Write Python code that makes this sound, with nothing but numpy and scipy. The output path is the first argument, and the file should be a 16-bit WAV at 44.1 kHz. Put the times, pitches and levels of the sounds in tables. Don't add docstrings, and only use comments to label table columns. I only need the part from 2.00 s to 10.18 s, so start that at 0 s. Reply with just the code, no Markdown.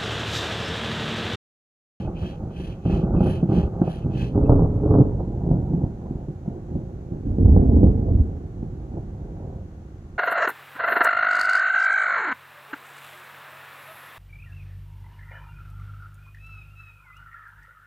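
import sys
import numpy as np
from scipy import signal
from scipy.fft import rfft, irfft
from scipy.io import wavfile
from scipy.ndimage import uniform_filter1d, minimum_filter1d, map_coordinates

SR = 44100
rng = np.random.default_rng(int(sys.argv[2]) if len(sys.argv) > 2 else 0)


def to_wav(s):
    ch = np.atleast_2d(s).T
    pcm = np.round(np.clip(ch, -1, 1) * 32767)
    wavfile.write(sys.argv[1], SR, pcm.astype(np.int16))


N = 360738
TIME = np.arange(N) / SR
FREQ = np.arange(N // 2 + 1) * SR / N


def undb(db):
    return 10 ** (np.asarray(db) / 20)


def unit(x):
    return x / np.sqrt(np.mean(x ** 2))


def curves(table):
    s, *columns = np.transpose(table)
    return [np.interp(TIME, s, column) for column in columns]


def colour(x, points):
    n = x.shape[-1]
    bin_hz = np.arange(n // 2 + 1) * SR / n
    hz, db = np.transpose(points)
    gain_db = np.interp(np.log(bin_hz + 1), np.log(hz), db)
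    cepstrum = irfft(np.log(undb(gain_db)), n)
    cepstrum[1:n // 2] *= 2
    cepstrum[n // 2 + 1:] = 0
    return irfft(rfft(x) * np.exp(rfft(cepstrum)), n)


def split(x, hz, order=8):
    n = x.shape[-1]
    bin_hz = np.arange(n // 2 + 1) * SR / n
    low = irfft(rfft(x) / (1 + (bin_hz / hz) ** order), n)
    return low, x - low


def registers(x):
    bass, rest = split(x, 110)
    body, crack = split(rest, 400)
    return bass, body, crack


def resonance(hz, width_hz):
    detuning = (FREQ ** 2 - hz ** 2) / (0.72 * width_hz * FREQ + 1)
    return 1 / (1 + 1j * detuning) ** 2


def impulses(n, rate, spread_db):
    size = undb(spread_db * np.minimum(rng.exponential(size=n), 4))
    present = rng.random(n) < rate / SR
    return present * rng.choice([-1, 1], n) * size


def running_rms(x, seconds):
    k = max(int(seconds * SR), 2)
    power = uniform_filter1d(uniform_filter1d(x ** 2, k), k)
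    return np.sqrt(np.abs(power) + 1e-18)


def delay(x, ms):
    return map_coordinates(x, [np.arange(N) - ms * SR / 1000], order=3, mode="nearest")


def flutter(rate):
    k = int(SR / rate)
    held = np.repeat(rng.standard_normal(N // k + 1), k)
    return unit(uniform_filter1d(held, k))[:N]


# (start [s], length [s], rasp level [dB], swish level [dB], thin ring level [dB])
STROKES = [(-0.2, 0.35, -58, -61.5, -76), (0.096, 0.34, -58, -59.5, -80), (0.44, 0.41, -57, -60.5, -64),
           (0.786, 0.31, -52, -58, -76), (1.132, 0.35, -50.5, -57, -55), (1.441, 0.28, -55.5, -58, -77),
           (1.76, 0.34, -62, -62, -64), (2.061, 0.31, -53.5, -56, -90)]
# (time [s], rasp level before trim [dB])
SNAGS = [(0.17, -52.5), (0.26, -48.5), (0.57, -56), (0.73, -55), (0.86, -58), (0.94, -57), (1.17, -60.5),
         (1.41, -61), (1.88, -53), (2.029, -56.5), (2.16, -45.5), (2.465, -68)]
SNAG_S = 0.016
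RASP_POWER, SWISH_POWER, RING_POWER = 2.5, 3, 6.3


def strokes(skew=0.97):
    speed, gains = np.zeros(N), np.zeros((3, N))
    powers = (RASP_POWER, SWISH_POWER, RING_POWER)
    for start_s, length_s, *levels_db in STROKES:
        along = (TIME - start_s) / length_s
        moving = (along > 0) & (along < 1)
        arc = np.sin(np.pi * along[moving] ** skew)
        speed[moving] += arc
        gains[:, moving] += [undb(db) * arc ** power for db, power in zip(levels_db, powers)]
    rasp, swish, ring = gains
    snags = sum(undb(db) * np.exp(-((TIME - s) / SNAG_S) ** 2) for s, db in SNAGS)
    return speed, np.hypot(rasp, snags), swish, ring


# (frequency [Hz], width [Hz], relative level [dB])
RASP_MODES = [(2574, 330, -0.5), (3054, 240, -2.5)]
SCRAPE_HZ, SCRAPE_WIDTH_HZ = 1640, 520
RING_HZ, RING_WIDTH_HZ = 10150, 250
# (frequency [Hz], relative level [dB])
SWISH_SPECTRUM = [(1200, -6.5), (2000, -4), (2600, 5), (3200, 11), (3560, -3), (4150, 1), (4850, -5),
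                  (5230, -15.5), (5600, -3.5), (7000, -13), (7600, -17), (10000, -15.5), (12500, -25),
                  (15500, -19)]


def rubbing(lag_ms=0.436, stray_db=-3, rasp_stray_db=-12, catch_db=2.0, swap_db=1.5, brighten_db=6,
            rasp_trim_db=-1.0, swish_trim_db=5.5, scrape_db=4, ring_trim_db=-4.0):
    speed, rasp_gain, swish_gain, ring_gain = strokes()
    catch = catch_db * flutter(110)
    modes = []
    for k, (hz, width_hz, db) in enumerate(RASP_MODES):
        lead_db = swap_db * flutter(35) + k * brighten_db * (speed - 1)
        modes.append((resonance(hz, width_hz), db + lead_db))
    rasps, swishes = [], []
    for _ in range(3):
        grains = rfft(impulses(N, rate=1900, spread_db=2.0))
        slips = rfft(impulses(N, rate=1200, spread_db=-0.5))
        rasp = sum(unit(irfft(slips * mode, N)) * undb(level_db) for mode, level_db in modes)
        rasp = rasp * rasp_gain * undb(rasp_trim_db + catch)
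        scrape = unit(irfft(slips * resonance(SCRAPE_HZ, SCRAPE_WIDTH_HZ), N))
        scrape = scrape * speed ** 3.1 * swish_gain * undb(scrape_db)
        swish = unit(colour(irfft(grains, N), SWISH_SPECTRUM))
        swish = swish * swish_gain * undb(swish_trim_db + .5 * catch)
        ring = unit(irfft(grains * resonance(RING_HZ, RING_WIDTH_HZ), N))
        ring = ring * ring_gain * undb(ring_trim_db + catch)
        rasps.append(rasp + scrape)
        swishes.append(swish + ring)
    direct = rasps[0] + swishes[0]
    stray = undb(rasp_stray_db) * np.array(rasps[1:]) + undb(stray_db) * np.array(swishes[1:])
    return np.array([direct, delay(direct, lag_ms)]) + stray


# (frequency [Hz], relative level [dB per Hz])
AIR_SPECTRUM = [(650, -27), (1100, 0), (1260, -4.5), (1450, -2.5), (1570, -6), (1850, -9), (2000, -10.5),
                (2580, -15.5), (2850, -15), (3080, -17), (4590, -19.5), (4950, -22.5), (6610, -17),
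                (8240, -26.5), (15500, -33.5)]
AIR_DB = -68


def air():
    hiss = colour(rng.standard_normal((2, N)), AIR_SPECTRUM)
    treble = split(hiss, 1500)[1]
    return hiss * undb(AIR_DB) / np.std(treble)


SURGE_ATTACK_S, SURGE_FALL_DB_PER_S = 0.016, 217


def surge(start_s, hold_s):
    age = TIME - start_s
    rise = np.clip(age / SURGE_ATTACK_S + .5, 0, 1)
    return rise * undb(-SURGE_FALL_DB_PER_S * np.clip(age - hold_s, 0, 1))


# (time [s], body level before trim [dB])
ROLL = [(0, -30), (0.36, -37), (0.83, -38.5), (0.95, -24.5), (1.3, -26), (1.7, -42), (1.98, -34),
        (2.4, -31), (2.75, -25), (3.3, -29.5), (3.95, -37), (4.4, -40.5), (5.2, -38.5), (5.5, -25.5),
        (6.0, -25.5), (6.5, -39.5), (7.3, -39), (7.8, -45), (8.18, -46)]
RUMBLE_BASS_DB, DEEPENING_DB_PER_S, RUMBLE_CRACK_DB = -2.5, 1.02, -10.5
# (start [s], hold [s], body level [dB], bass level [dB], crack level [dB])
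SURGES = [(0.067, 0.014, -43, -42, -48), (0.218, 0.036, -33, -28.5, -40.5),
          (0.4, 0.06, -33.5, -31.5, -43.5), (0.57, 0.14, -37, -34, -49), (0.85, 0.13, -24.5, -26.5, -39.5),
          (1.14, 0.14, -20, -27.5, -34.5), (1.488, 0.11, -20.5, -31.5, -33.5),
          (1.585, 0.094, -33.5, -23.5, -37), (1.724, 0.16, -30.5, -33.5, -39.5),
          (2.041, 0.032, -22, -27.5, -41.5), (2.139, 0.12, -27.5, -26, -44.5),
          (2.341, 0.19, -21, -25, -32.5), (2.487, 0.16, -20, -18.5, -29), (2.831, 0.054, -21, -30, -27.5),
          (2.912, 0.1, -17.5, -25.5, -29), (3.459, 0.12, -22, -26.5, -39), (3.603, 0.11, -30.5, -33, -61),
          (3.696, 0.15, -25, -34, -42), (4.003, 0.22, -39, -40, -46), (4.45, 0.14, -38.5, -49, -44.5),
          (4.689, 0.13, -32, -33, -47.5), (4.883, 0.036, -42, -41.5, -46), (5.112, 0.031, -29, -34, -44),
          (5.26, 0.055, -29, -23.5, -46.5), (5.399, 0.25, -20, -14.5, -36.5),
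          (5.686, 0.2, -19.5, -16, -32.5), (6.105, 0.085, -27.5, -18, -49), (6.56, 0.18, -38, -38, -62),
          (6.92, 0.089, -37.5, -38, -51), (7.2, 0.18, -44.5, -52, -49), (7.4, 0.14, -39, -53, -46),
          (7.556, 0.042, -40.5, -36, -49)]


def roll_levels():
    body_db, = curves(ROLL)
    bass_db = body_db + RUMBLE_BASS_DB + DEEPENING_DB_PER_S * TIME
    power = undb([bass_db, body_db, body_db + RUMBLE_CRACK_DB]) ** 2
    for start_s, hold_s, body, bass, crack in SURGES:
        power += np.outer(undb([bass, body, crack]) ** 2, surge(start_s, hold_s) ** 2)
    return np.sqrt(power)


# (frequency [Hz], relative level [dB])
NEAR_BRANCH = [(12, -46.5), (20, -10), (54, -2), (92, -2.5), (173, 4), (272, -9.5), (332, -5.5), (383, -8),
               (443, -17.5), (512, -16.5), (603, -20.5), (821, -22), (1060, -38), (1220, -33.5),
               (1520, -42), (1980, -71), (3340, -120)]
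MAIN_BRANCH = [(12, -39.5), (20, 2), (43, -4), (104, 1.5), (167, -2), (211, -11.5), (289, -3.5),
               (366, -18.5), (416, -7), (499, -21), (557, -17), (633, -24.5), (818, -28), (1370, -46),
               (1580, -55), (2050, -88), (3480, -120)]
FAR_BRANCH = [(12, -43), (20, -18), (49, -5), (70, -2), (91, -2.5), (143, -11), (243, -8.5), (302, -12),
              (360, -18), (405, -21), (447, -19.5), (555, -33), (717, -33), (1080, -48.5), (2200, -75.5),
              (2860, -106), (4840, -120)]
HILL_ECHO = [(12, -35.5), (20, -9.5), (59, -1), (106, -2.5), (157, -0.5), (237, -8), (278, -10.5),
             (350, -8.5), (449, -19), (499, -21), (652, -26.5), (725, -23.5), (947, -33), (1150, -48.5),
             (1400, -49), (1820, -76.5), (3080, -120)]
BRANCHES = [NEAR_BRANCH, MAIN_BRANCH, HILL_ECHO, FAR_BRANCH, HILL_ECHO]
HANDOVER = [2.25, 3.12, 5.2, 6.45]


def roll(trims_db=(-1.0, -1.0, -1.0), cycles=11, patchy_db=1.0):
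    crowd = impulses(N, rate=900, spread_db=1.0)
    branch = np.searchsorted(HANDOVER, TIME)
    shocks = np.zeros(N)
    for k, shape in enumerate(BRANCHES):
        fade = uniform_filter1d(1. * (branch == k), SR // 10)
        shocks += unit(colour(crowd, shape)) * fade
    bass, body, crack = [part / running_rms(part, cycles / hz)
                         for part, hz in zip(registers(shocks), (70, 200, 400))]
    crack = crack * undb(patchy_db * flutter(24))
    parts = zip((bass, body, crack), roll_levels(), trims_db)
    return sum(part * level * undb(trim) for part, level, trim in parts)


# (time less late_s [s], body level [dB], bass level [dB], crack level [dB])
CLAPS = [(0.073, -31, -22, -31.5), (0.225, -21, -26, -41), (0.429, -21, -36, -44.5),
         (0.504, -34, -42, -39.5), (0.597, -19, -41, -44.5), (0.852, -14, -23, -31.5),
         (0.896, -13, -22, -35), (1.029, -10.5, -28.5, -43), (1.149, -12.5, -16.5, -30.5),
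         (1.204, -8, -22, -25.5), (1.258, -9.5, -25, -28), (1.426, -6, -36.5, -33.5),
         (1.488, -14, -28, -38.5), (1.517, -6, -27, -29.5), (1.573, -8.5, -15.5, -35),
         (1.814, -3.5, -32, -24.5), (1.875, -13.5, -27.5, -27), (2.353, -11.5, -23, -27),
         (2.375, -12, -23.5, -24.5), (2.428, -27.5, -12.5, -31.5), (2.492, -3, -7, -15.5),
         (2.517, -15.5, -12, -20.5), (2.592, -12.5, -12.5, -26), (2.626, -13, -20.5, -32.5),
         (2.904, -14, -13.5, -20.5), (2.938, -10, -17, -20), (2.983, -2.5, -19, -26),
         (3.003, -1.5, -19.5, -18.5), (3.194, -19.5, -21, -28.5), (3.433, -16, -23, -41),
         (3.511, -5.5, -20, -28), (3.733, -10.5, -31, -34.5), (3.836, -14, -16, -39.5),
         (4.054, -34, -30, -38.5), (4.107, -17.5, -27, -54), (4.151, -17, -22.5, -54),
         (4.282, -18.5, -40, -43), (4.477, -14, -48, -46), (4.751, -13, -31, -40),
         (5.251, -23.5, -21.5, -44), (5.382, -8.5, -25, -28.5), (5.454, -17, -8, -31),
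         (5.505, -16.5, -6.5, -39), (5.562, -6, -10.5, -19.5), (5.619, -18.5, -19.5, -34),
         (5.766, -8.5, -14.5, -24), (5.829, -2, -10, -21.5), (6.083, -22.5, -25, -30.5),
         (6.147, -14, -8.5, -44), (6.199, -21, -9, -47), (6.623, -18.5, -32, -42.5), (6.937, -30, -34, -44),
         (6.968, -25, -32, -34)]


def claps(trims_db=(-2.5, -8.5, -3.0), late_s=0.002, train_s=0.014, front_gain=2.0, size=8192, lead=1024):
    out = np.zeros(N + 2 * size)
    age = np.maximum(np.arange(size) - lead, 0) / SR
    front = 1. * (np.arange(size) == lead)
    for s, body_db, bass_db, crack_db in CLAPS:
        branch = BRANCHES[np.searchsorted(HANDOVER, s)]
        train = impulses(size, rate=900, spread_db=2.0) * np.exp(-age / train_s) * (age > 0)
        _, body, crack = registers(colour(front_gain * front + train, branch))
        bass = registers(colour(front, branch))[0]
        start = max(int((s + late_s) * SR) - lead, 0)
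        for part, db, trim in zip((bass, body, crack), (bass_db, body_db, crack_db), trims_db):
            out[start:start + size] += part / running_rms(part, 0.01).max() * undb(db + trim)
    return out[:N]


# (time [s], lag [ms])
BEARING = [(0, 0.1), (3, 0.11), (4.5, 0.22), (5.6, 0.35), (6.5, 0.27), (8.18, 0.13)]


def forest(x, t60_s=0.52, wet_db=-18.0):
    lag_ms, = curves(BEARING)
    left_db = -1.0 - 2 * lag_ms
    tails = rng.standard_normal((2, SR)) * np.exp(-np.log(1000) * TIME[:SR] / t60_s)
    tails /= np.sqrt(np.sum(tails ** 2, axis=1, keepdims=True))
    tails = colour(tails, [(40, -3.5), (150, -6.5), (300, -1), (600, 10.5), (1200, 9.5)])
    scattered = signal.fftconvolve(x[None], tails, axes=1)[:, :N]
    direct = np.array([delay(x, lag_ms) * undb(left_db / 2), x * undb(-left_db / 2)])
    return direct + undb(wet_db) * scattered


def thunder(onset_s=0.0017):
    onset = np.sin(np.pi / 2 * np.minimum(TIME / onset_s, 1)) ** 2
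    return forest((roll() + claps()) * onset)


def scene(left_db=1.05):
    low, high = split(rubbing() + air(), 4500, order=4)
    return thunder() + low + high * undb(np.array([[left_db], [-left_db]]))


TOP_HZ = 15550


def record(dry):
    dry = signal.sosfilt(signal.butter(2, 27, "high", fs=SR, output="sos"), dry)
    dry = dry - .07 * (dry - np.clip(dry, -.55, .55))
    headroom = np.minimum(1, .92 / (np.abs(dry).max(axis=0) + 1e-9))
    gain = minimum_filter1d(headroom, size=600)
    gain = uniform_filter1d(uniform_filter1d(gain, size=300), size=300)
    return signal.sosfilt(signal.ellip(10, .1, 80, TOP_HZ, fs=SR, output="sos"), dry * gain)


dry = scene()
out = record(dry)
to_wav(out)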